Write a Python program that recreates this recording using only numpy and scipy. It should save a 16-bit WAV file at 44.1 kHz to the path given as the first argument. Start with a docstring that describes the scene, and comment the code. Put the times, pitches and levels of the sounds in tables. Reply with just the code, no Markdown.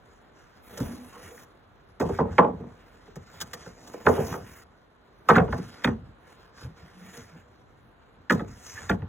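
"""Long softwood boards are dropped, lifted and slid on a frame of joists in a quiet wood.
Each drop is a short rattle of contacts that rings the timber's modes. Sliding grain rasps and hisses;
a jolted or dragged board hums on one mode. Behind them: faint air and a dull tail from the trees.
Two close microphone ports hear almost the same timber sound, the treble later on the right."""
import sys
import numpy as np
from scipy import signal
from scipy.fft import rfft, irfft, next_fast_len
from scipy.io import wavfile

SR = 44100
rng = np.random.default_rng(int(sys.argv[2]) if len(sys.argv) > 2 else 0)


def wav_record(signal):
    """Record a signal, one row per channel, as 16-bit PCM in the file named by sys.argv[1]."""
    frames = np.transpose(np.atleast_2d(signal))
    bounded = np.clip(frames, -1, 1)
    # unit amplitude maps onto the largest positive 16-bit level
    quanta = np.round(bounded * 32767).astype(np.int16)
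    wavfile.write(sys.argv[1], SR, quanta)


N = 400428

# swell of air and handling noise: time_s, level_db
BACKGROUND_SWELL = [(0, 1.5), (1.4, 3.5), (1.6, 1), (1.95, 1.5), (2.8, 2), (4.5, 1), (4.9, -1), (5.3, 2),
                    (6.2, 2.5), (7.4, 0.5), (7.8, 0.5), (8.25, 1), (9.08, 5)]
# outdoor air: freq_hz, level_db
AIR_SPECTRUM = [(25, -20.5), (45, 25.5), (76, -3.5), (400, 3), (1440, 1.5), (2500, -12.5), (4000, -14),
                (6500, -51.5), (10000, -52.5), (16000, -54.5)]
# phase between the ports: freq_hz, left_lead_rad
PORT_PHASE = [(0, 0), (260, .05), (400, -.3), (690, -.5), (1000, -.3), (1460, -.4), (2070, .2),
              (2450, 1.05), (3300, 1.3), (4800, 3.25), (6900, 6.3), (11200, 12.6), (15070, 18.85),
              (17400, 22.0)]
# balance of the ports: freq_hz, left_minus_right_db
PORT_BALANCE = [(60, 0.3), (260, 0), (520, -3.2), (700, -3.5), (1200, -1.8), (2000, -.8), (4000, 0.2)]
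# single board modes singing: peak_s, swell_s, fade_s, pitch_hz, level_db
BOARD_HUMS = [(.815, 0.037, .32, 240, -37), (0.843, 0.058, 0.089, 63, -35), (.94, 0.041, 0.045, 1130, -55),
              (1.151, 0.045, 0.043, 1080, -50), (1.184, 0.052, 0.086, 476, -53),
              (1.269, 0.057, .04, 96, -51), (1.33, 0.037, .05, 473, -51), (5.45, 0.016, .04, 91, -38.5),
              (5.875, 0.013, .03, 183.6, -26.5), (6.655, 0.026, 0.045, 121.5, -36.5),
              (6.695, 0.034, .05, 154, -45), (6.86, 0.051, .05, 164, -51), (7.03, 0.15, 0.13, 185, -48.5),
              (7.181, 0.042, .04, 473, -49.5), (7.351, 0.081, 0.037, 161, -51.5),
              (8.749, .015, 0.024, 94.5, -41), (8.778, 0.041, 0.032, 1730, -40.5),
              (8.927, 0.022, 0.044, 141.3, -30.5)]
# steady handling: rumble_db, rasp_db, squeal_db, hiss_db, fizz_db, clatter_db
HANDLING_DB = (-63.5, -67.5, -75.5, -100, -99, -99)
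# strokes over the joists: full_speed_s, rise_s, hold_s, fall_s, rasp_db, squeal_db, hiss_db, fizz_db
SLIDE_STROKES = [(0.1, 0.18, 0.027, 0.16, -87, -70, -81, -93),
                 (0.39, 0.14, 0.16, 0.34, -71, -66.5, -84, -94),
                 (0.681, 0.1, 0.74, 0.06, -60, -59.5, -72, -67),
                 (0.8, 0.19, 0.012, 0.19, -47.5, -56, -62.5, -64),
                 (1.2, 0.31, 0.06, 0.17, -56.5, -57.5, -68, -80),
                 (2.06, 0.042, 0.082, 0.046, -60.5, -53.5, -84, -84),
                 (2.17, 0.071, 0.011, 0.086, -50, -48, -79, -88),
                 (2.33, 0.065, 0.071, 0.04, -53, -57, -87, -97),
                 (2.56, 0.043, 0.01, 0.43, -52.5, -87, -99, -105),
                 (2.7, 0.075, 0.4, 0.23, -70, -67, -92, -105),
                 (3.4, 0.39, 0.2, 0.36, -62.5, -57.5, -69.5, -83),
                 (3.869, 0.26, 0.28, 0.2, -55, -58.5, -71.5, -78),
                 (4.22, 0.32, 0.091, 0.16, -40, -46.5, -56, -57),
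                 (4.359, 0.079, 0.26, 0.04, -63, -56.5, -68.5, -70),
                 (5.33, 0.096, 0.01, 0.055, -38, -50.5, -69, -74),
                 (5.53, 0.076, 0.12, 0.21, -59, -51.5, -68.5, -77),
                 (5.75, 0.1, 0.083, 0.23, -57, -56, -93, -97),
                 (6.3, 0.11, 0.066, 0.34, -66.5, -61.5, -92, -99),
                 (6.61, 0.13, 0.021, 0.075, -62.5, -51, -70, -80),
                 (6.8, 0.13, 0.58, 0.12, -66, -62.5, -87, -100),
                 (7.08, 0.17, 0.093, 0.22, -58.5, -55, -62, -68),
                 (8.33, 0.03, 0.033, 0.22, -66, -56, -80, -86),
                 (8.51, 0.079, 0.38, 0.044, -77, -60.5, -61.5, -79),
                 (8.68, 0.14, 0.057, 0.1, -72, -53.5, -51, -72),
                 (8.801, 0.067, 0.036, 0.1, -55, -49, -63, -85)]
# friction and clatter spectra: freq_hz, level_db
RUMBLE_SPECTRUM = [(25, -56.5), (45, 0), (80, 5), (160, -2.5), (260, -8.5), (400, -26.5)]
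RASP_SPECTRUM = [(150, -0.5), (300, 2), (500, -2), (1100, -11), (1500, -41), (2400, -50.5)]
SQUEAL_SPECTRUM = [(900, -6.5), (1400, 4.5), (1750, 2), (2400, -4), (3500, -6.5), (5000, -8)]
HISS_SPECTRUM = [(3500, -36.5), (5200, -1), (6300, 8), (7000, 8), (8000, -4.5), (10000, -34.5)]
FIZZ_SPECTRUM = [(4000, -27.5), (7500, -28), (10000, 12), (12000, 6), (13500, 10.5), (15800, 5)]
CLATTER_SPECTRUM = [(150, -0.5), (350, 6), (700, 6), (1200, 4), (2000, -9.5), (3500, -29.5), (7000, -52)]
# contact transient spectra: freq_hz, level_db
CRACK_SPECTRUM = [(1800, -46.5), (3000, 1), (5000, 1.5), (6500, 4.5), (9000, -6.5), (15500, -7)]
TICK_SPECTRUM = [(1200, -19), (2200, 2.5), (3500, -1.5), (5000, -5.5), (8000, -21.5)]
# modes of boards and joists: pitch_hz, level_db, t60_s
TIMBER_MODES = [(55.6, -17.5, 0.46), (80, -1.5, 0.11), (98.6, -2.5, 0.24), (118.5, -5.5, 0.083),
                (147, 9, 0.062), (187.5, -1, 0.23), (226, 0, 0.2), (234.9, 3, 0.27), (287, -0.5, 0.095),
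                (352, -7.5, 0.25), (409.4, 3.5, 0.17), (450.5, 3.5, 0.15), (482.8, 3.5, 0.19),
                (560.5, 2.5, 0.15), (682.3, -2.5, 0.071), (701.6, 0.5, 0.12), (803.6, -4, 0.15),
                (875, -3.5, 0.13), (991, -1.5, 0.12), (1103, -9, 0.14), (1225, 2, 0.079),
                (1350, -10, 0.033), (1477, 6.5, 0.058), (1592, 6, 0.0048), (1812, -0.5, 0.072),
                (2095, -7, 0.06), (2532, -10, 0.065), (2603, -23.5, 0.042), (3250, -15, 0.012),
                (3500, -8.5, 0.025)]
# wood-on-wood contacts: start_s, clack_db, thud_db, thump_db, knock_db, snap_db, crack_db
# (last five relative to clack_db)
CONTACTS = [(0.774, -48.5, -5, -2, 12, 6, 13), (0.789, -44, 5.5, 11, 2, -9, -19),
            (0.801, -40, 8, 17, 3, -1, -3), (0.81, -50, 9, 12, 3, -9, 0),
            (0.865, -58, -30, 26, -5, -23, -6), (0.925, -53, -36, 22.5, -20, -29, -3),
            (1.378, -61, 1, -16, 2.5, 22, -3), (1.999, -23.5, -23.5, 6.5, 4.5, -8.5, -14),
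            (2.01, -27, -4.5, 1.5, 2, -2, -17), (2.021, -27, -6, -7.5, 3, -35, -17),
            (2.035, -30, -3.5, 0, -5, -27, -21.5), (2.052, -38, 4.5, 9.5, -3.5, -22.5, -46),
            (2.087, -31, 4.5, -3.5, 9, -29, -21.5), (2.102, -35, -0.5, -0.5, 2.5, -23, -21),
            (2.132, -45, -5, -4.5, -0.5, -4, -16), (2.186, -16.5, -10.5, -2, -3.5, -19, -41),
            (2.197, -18.5, -8, -7.5, -2.5, -24, -47), (2.208, -23, -11.5, 2, -3.5, -25.5, -60),
            (2.223, -35.5, -4.5, 2.5, -3, -22, -43), (2.25, -34.5, -3, -1.5, 3.5, -22, -44),
            (2.282, -36, -2, -10, -8, -20, -32), (2.294, -41, 14, -4.5, -8.5, -20.5, -30.5),
            (2.382, -1, -27.5, -28, -14, -12.5, -43.5), (2.387, -3.5, -29, -12.5, -17, -26.5, -52.5),
            (2.403, -18, -21.5, -10.5, -4, -21.5, -56), (2.428, -13.5, -21.5, -12, -11, -23, -47),
            (2.445, -16, -20.5, -6, -9, -34.5, -55), (2.48, -27, -9.5, -3, -6, -30.5, -49),
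            (2.527, -41.5, 9, 7, 0, -34, -37), (2.595, -49.5, 8.5, 16, 9.5, -23, -43.5),
            (2.635, -46.5, 1.5, 18.5, -2, -19, -40), (3.071, -54.5, 1, 4, 7, -33.5, -42),
            (3.157, -46, 6, 3.5, 3, 1, -0.5), (3.335, -49, 6.5, -16, -3, -16, -4),
            (3.403, -47.5, -2, -20, 8.5, 11, 14), (3.412, -36, -3, -13, -12, 0.5, 10),
            (3.42, -44, -8, -2, -13, 8, 8), (3.533, -37.5, -3, -16, -5.5, 4.5, 6),
            (3.661, -49.5, 3.5, 9, 10, 3, -6), (3.873, -65, 4.5, 10.5, 15, 8, 21),
            (3.935, -37, -31, 5, -0.5, -6, -10.5), (4.053, -27.5, 2.5, 5, -4, -13, -37),
            (4.065, -6, -17.5, -13, -6, -8.5, -49), (4.082, -19.5, -5, -6.5, 5, -12, -20.5),
            (4.089, -38.5, 2, 1, 0.5, -9, -3), (4.104, -26, -4, 4.5, -5, -33, -37.5),
            (4.129, -33, 2.5, 2, -2, -24, -32), (4.179, -35, 7, 16.5, 14.5, -19, -35),
            (4.197, -36, 5, 8.5, 12.5, -37, -22), (4.214, -43, 4, 6, 10, -20, -30),
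            (4.268, -48, -2, 0, 0, -5, 9), (4.306, -45, 8, 10.5, -1, -15, -20),
            (4.324, -26, -24, -12, -15, -7.5, -19), (4.338, -30, -14, -6, -4, -5, -15),
            (4.353, -40.5, -4.5, -1, 4.5, -10, -20), (4.37, -52.5, 24, -8, 16, -12, -12),
            (5.287, -4.5, -23.5, -13.5, -11, -7, -25.5), (5.298, -6.5, -16, -8, -14.5, -3.5, -34.5),
            (5.306, -17.5, -27, -12.5, -2, -3.5, -26), (5.309, -21, -21.5, 6, -39.5, -20, -26),
            (5.346, -27, -8, 1.5, -19, 7, -23), (5.355, -19.5, -11, -1, -18.5, 3, -25.5),
            (5.361, -19, -5.5, -7.5, -4, 2, -17), (5.371, -19, 1, -1, 5, -5, -31),
            (5.381, -10, -16.5, -18, -18.5, -7.5, -41), (5.398, -15.5, -3.5, -7, -15, -12, -39),
            (5.448, -38.5, 11.5, -2, 4, -36, -32), (5.479, -33.5, -12, 1, -0.5, -7, -49),
            (5.525, -20, -7.5, -7, -5.5, -4.5, -34), (5.578, -40.5, 9, 13.5, 0, -6, -7),
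            (5.838, -37, 0.5, -1.5, -5, 8, -4), (5.844, -18, -4, -5, -7, 6, -16),
            (5.873, -24, -4, 5.5, -3.5, 1, -36), (5.905, -44, -3, 20, -7, -2, -31),
            (6.58, -63, -8, -9, -15, 14, -4), (6.611, -45, 12, -5, -4.5, -6, -11),
            (6.645, -53, 4, -11, 4.5, 0, -5), (7.169, -56.5, 15.5, 12, -5, -10, 13),
            (7.348, -58.5, 11, 12, 2, -11, -14), (7.6, -62.5, 15, -2, -0.5, -21, -22),
            (8.159, -69, 26, -9.5, 10, -3.5, -19.5), (8.298, -19, -29, 7, -11, 7, -17),
            (8.306, -20, -14, -0.5, -3, 8.5, -13), (8.322, -28, 7.5, 9.5, 2, -22, -4.5),
            (8.345, -39.5, 10, 6, 12, -11, -4), (8.395, -37.5, 1, 3, -8, -1, -32),
            (8.403, -39, 2, 13, 6, 3.5, -33), (8.807, -52.5, 21.5, -3, -18, 5, -19),
            (8.89, -45, -3, -17, -8.5, 13, -22), (8.895, -20.5, 2, -3, -3.5, 8, -14.5),
            (8.913, -36, 8, 18, 0.5, 9, -29), (9.02, -44, 9.5, -11, -1, -0.5, -35)]

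THUD_HZ, THUMP_HZ, KNOCK_HZ, CLACK_HZ, SNAP_HZ = 94, 223.6, 448, 1140, 1596


def from_db(db):
    """dB to gain."""
    return 10 ** (np.asarray(db) / 20)


def unit_rms(x):
    """Scale to rms 1."""
    return x / np.sqrt(np.mean(x ** 2) + 1e-20)


def db_at(spectrum, hz):
    """Read a spectrum on a log-frequency axis."""
    freq_hz, level_db = np.transpose(spectrum)
    return np.interp(np.log(hz), np.log(freq_hz), level_db)


def drift(rate_hz):
    """Slow random wander, rms 1."""
    hop = 40
    pole = np.exp(-2 * np.pi * rate_hz * hop / SR)
    slow = signal.lfilter([1], [1, -2 * pole, pole * pole], rng.standard_normal(N // hop + 2002))[2000:]
    return np.interp(np.arange(N) / hop, np.arange(len(slow)), unit_rms(slow))


def colour(x, spectrum, band_hz=(0, 22050)):
    """Filter by a spectrum; rms gain 1 for the part within band_hz."""
    size = next_fast_len(N)
    hz = np.arange(size // 2 + 1) * SR / size + 1
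    skirts = np.minimum(1, hz / spectrum[0][0]) ** 2 * np.minimum(1, spectrum[-1][0] / hz) ** 2
    gain = from_db(db_at(spectrum, hz)) * skirts
    in_band = gain * (hz > band_hz[0]) * (hz < band_hz[1])
    return irfft(rfft(x, size) * gain / np.sqrt(np.mean(in_band ** 2)), size)[..., :N]


def ring(force, hz, t60_s):
    """One mode: a unit impulse rings a decaying sine of height 1."""
    radius, step_rad = from_db(-60 / (t60_s * SR)), 2 * np.pi * hz / SR
    return signal.lfilter([.5, 0, -.5], [1, -2 * radius * np.cos(step_rad), radius ** 2], force + 1e-18)


def air():
    """Faint swelling noise: a shared part and an independent part per side."""
    swell_db = np.interp(np.arange(N) / SR, *np.transpose(BACKGROUND_SWELL))
    noise = from_db(swell_db - 68) * colour(rng.standard_normal((3, N)), AIR_SPECTRUM)
    return noise[0], from_db(9) * noise[1:]


def tree_echoes(x, level_db=-16, t60_s=0.18, rise_s=0.011, band_hz=(320, 1.41 * 750)):
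    """Trunks scatter a dull noise tail, different on each side."""
    t = np.arange(round(.8 * SR)) / SR
    tail = rng.standard_normal((2, len(t))) * from_db(-60 * t / t60_s) * np.minimum(1, t / rise_s)
    tail = signal.sosfilt(signal.butter(2, band_hz, "band", fs=SR, output="sos"), tail)
    return from_db(level_db) * signal.fftconvolve(x[None], tail / np.linalg.norm(tail), axes=1)[:, :N]


def treble_decorrelation(hz, size, level_db=-19, t60_s=0.02, highpass_hz=1500):
    """Frequency response of a very short random treble tail, different per side."""
    t = np.arange(4096) / SR
    tail = rng.standard_normal((2, len(t))) * from_db(-60 * t / t60_s)
    highpass = hz ** 2 / (hz ** 2 + highpass_hz ** 2)
    return from_db(level_db) * rfft(tail / np.linalg.norm(tail[0]), size) * highpass


def ports(x):
    """Mono to two ports: phase and balance vary with frequency; the highs widen slightly."""
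    size = next_fast_len(N + 8192)
    hz = np.arange(size // 2 + 1) * SR / size
    lead_rad = np.interp(hz, *np.transpose(PORT_PHASE))
    left = from_db(db_at(PORT_BALANCE, hz + 1) / 2) * np.exp(.5j * lead_rad)
    response = np.array([left, 1 / left]) + treble_decorrelation(hz, size)
    return irfft(rfft(x, size) * response, size)[:, :N]


def hums(t60_cycles=38):
    """Friction noise through one narrow board mode, swelling and fading."""
    t, out = np.arange(N) / SR, np.zeros(N)
    for peak_s, swell_s, fade_s, hz, level_db in BOARD_HUMS:
        active = (t > peak_s - swell_s) & (t < peak_s + fade_s)
        off_peak = np.where(t < peak_s, (peak_s - t) / swell_s, (t - peak_s) / fade_s)[active]
        tone = ring(rng.standard_normal(SR), hz, t60_cycles / hz)[-active.sum():]
        out[active] += from_db(level_db) * np.cos(np.pi / 2 * off_peak) ** 2 * unit_rms(tone)
    return out


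def motion_db(stroke_exponent=4.3):
    """Rumble, rasp, squeal, hiss, fizz, clatter levels: handling, strokes and shaking add as power."""
    t = np.arange(0, N + 64, 64) / SR
    swell_db = np.interp(t, *np.transpose(BACKGROUND_SWELL))
    power = np.outer(from_db(HANDLING_DB), from_db(swell_db)) ** 2
    for full_s, rise_s, hold_s, fall_s, rasp_db, *treble_db in SLIDE_STROKES:
        off_peak = np.where(t < full_s, (full_s - t) / rise_s, (t - full_s - hold_s) / fall_s)
        speed = np.cos(np.pi / 2 * np.clip(off_peak, 0, 1)) ** stroke_exponent
        rumble_db = rasp_db - 6.5
        power[:-1] += np.outer(from_db([rumble_db, rasp_db, *treble_db]), speed) ** 2
    for start_s, clack_db, thud_db, _, knock_db, *_ in CONTACTS:
        for layer, offset_db, rise_s in ((0, thud_db - 17.5, 0.056),  # frame shudders
                                         (1, knock_db - 28.5, 0.04),  # loose boards rattle
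                                         (5, -24.5, 0.01)):  # board ends clatter
            age = np.maximum(t - start_s, 0) / rise_s
            power[layer] += (from_db(clack_db + offset_db) * age * np.exp(1 - age)) ** 2
    return [np.interp(np.arange(N) / SR, t, 10 * np.log10(row)) for row in power]


def rub_resonances(x, range_hz=(900, 15000), count=16, q=9, depth=.48):
    """Resonances of the rubbing faces swell and sink independently as the contact moves."""
    peaks = [signal.lfilter(*signal.iirpeak(hz, q, SR), x) for hz in np.geomspace(*range_hz, count)]
    return x + depth * sum(drift(5.5) * peak for peak in peaks)


def sliding(splinters_per_s=1500):
    """Grain drags on grain: frame rumble, board rasp and squeal, contact hiss and fizz, end clatter."""
    rumble_db, rasp_db, squeal_db, hiss_db, fizz_db, clatter_db = motion_db()
    stick_slip_db = 1.2 * drift(3.8)
    lumps_db = 3 * drift(12)
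    rumble = colour(rng.standard_normal(N) * from_db(rumble_db + lumps_db), RUMBLE_SPECTRUM)
    grain_db = stick_slip_db + 1.2 * drift(40) + 1.5 * drift(200)
    splinters = (rng.random(N) < splinters_per_s / SR) * np.minimum(rng.exponential(1.2, N), 3)
    friction = rng.standard_normal(N) * (1 + splinters) * from_db(grain_db)
    rasp = colour(friction * from_db(rasp_db), RASP_SPECTRUM)
    for hz, mode_db, t60_s in TIMBER_MODES[6:26]:  # the rub wanders over the middle modes
        drive = friction * from_db(rasp_db + 5.5 * drift(6.2))
        rasp += from_db(mode_db - 51.5) * ring(drive, hz, t60_s)
    squeal = colour(friction * from_db(squeal_db + 0.5 * drift(45)), SQUEAL_SPECTRUM)
    hiss = colour(friction * from_db(hiss_db + 0.57 * drift(11)), HISS_SPECTRUM, band_hz=(5500, 8000))
    fizz = colour(friction * from_db(fizz_db + 1.5 * drift(15)), FIZZ_SPECTRUM, band_hz=(10000, 12500))
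    clatter = colour(friction * from_db(clatter_db + 2.4 * drift(90)), CLATTER_SPECTRUM)
    return clatter + rumble + rasp + rub_resonances(squeal + hiss + fizz)


def contact_force(level_db, grit, rise_ms, lead_ms=0, hz=None):
    """One gritty burst per contact, scaled by its energy or, given hz, mainly by its strength there."""
    rise_s = rise_ms / 1000
    t = np.arange(min(grit.shape[1], round(9 * SR * rise_s))) / SR
    bursts = grit[:, :len(t)] * t * np.exp(-t / rise_s)
    strength = np.linalg.norm(bursts, axis=1)
    if hz:
        strength = np.hypot(np.abs(bursts @ np.exp(2j * np.pi * hz * t)), .5 * strength)
    bursts *= (from_db(level_db) / strength)[:, None]
    force = np.zeros(N + len(t))
    for (start_s, *_), burst in zip(CONTACTS, bursts):
        start = round((start_s - lead_ms / 1000) * SR)
        force[start:start + len(t)] += burst
    return force[:N]


def drops(lead_ms=.6, delay_at_1hz_s=0.074):
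    """Each contact cracks, clicks, ticks and rings every mode; low modes start later and build slower."""
    _, clack_db, thud_db, thump_db, knock_db, snap_db, crack_db = np.transpose(CONTACTS)
    grit = rng.standard_normal((len(CONTACTS), 4096))
    spot_db = rng.normal(0, 3.26, (len(CONTACTS), len(TIMBER_MODES)))  # each spot favours other modes
    bands_hz = [THUD_HZ, THUMP_HZ, KNOCK_HZ, CLACK_HZ, SNAP_HZ]
    bands_db = np.transpose([thud_db, thump_db, knock_db, np.zeros_like(clack_db), snap_db])
    modes = np.zeros(N)
    for k, (hz, mode_db, t60_s) in enumerate(TIMBER_MODES):
        tone_db = np.array([np.interp(np.log(hz), np.log(bands_hz), row) for row in bands_db])
        drive_db = clack_db + tone_db + mode_db + spot_db[:, k] - 13.5
        delay_ms = 1000 * delay_at_1hz_s * (hz ** -.5 - SNAP_HZ ** -.5)  # bending-wave dispersion
        rise_ms = 1.56 + 0.93 * 1000 / hz
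        force = contact_force(drive_db, grit, rise_ms, lead_ms - delay_ms, hz)
        soft_force = signal.sosfilt(signal.butter(3, 1.73 * hz, fs=SR, output="sos"), force + 1e-18)
        for detune in (-.035, 0, .035):  # three slightly unlike boards
            modes += ring(soft_force, hz * (1 + detune), t60_s) * (-1) ** k
    crack = contact_force(clack_db + crack_db + 21, grit, rise_ms=4.54, lead_ms=lead_ms)
    click = contact_force(clack_db + crack_db + 11.5, grit, rise_ms=0.46)
    tick = contact_force(clack_db + snap_db - 11.5, grit, rise_ms=0.42)
    return modes + colour(crack + click, CRACK_SPECTRUM) + colour(tick, TICK_SPECTRUM)


def scene():
    """Timber and shared air through the ports, plus side air and tree echoes."""
    timber = drops() + sliding() + hums()
    shared_air, side_air = air()
    return ports(timber + shared_air) + side_air + tree_echoes(timber)


def record(dry, highpass_hz=55, ceiling=1.2, lowpass_hz=15950):
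    """Microphone: bass cut, soft clip, steep top cut."""
    thinned = signal.sosfilt(signal.butter(2, highpass_hz, "high", fs=SR, output="sos"), dry)
    rounded = ceiling * np.tanh(thinned / ceiling)
    return signal.sosfilt(signal.ellip(10, .5, 60, lowpass_hz, fs=SR, output="sos"), rounded)


dry = scene()
out = record(dry)
wav_record(out)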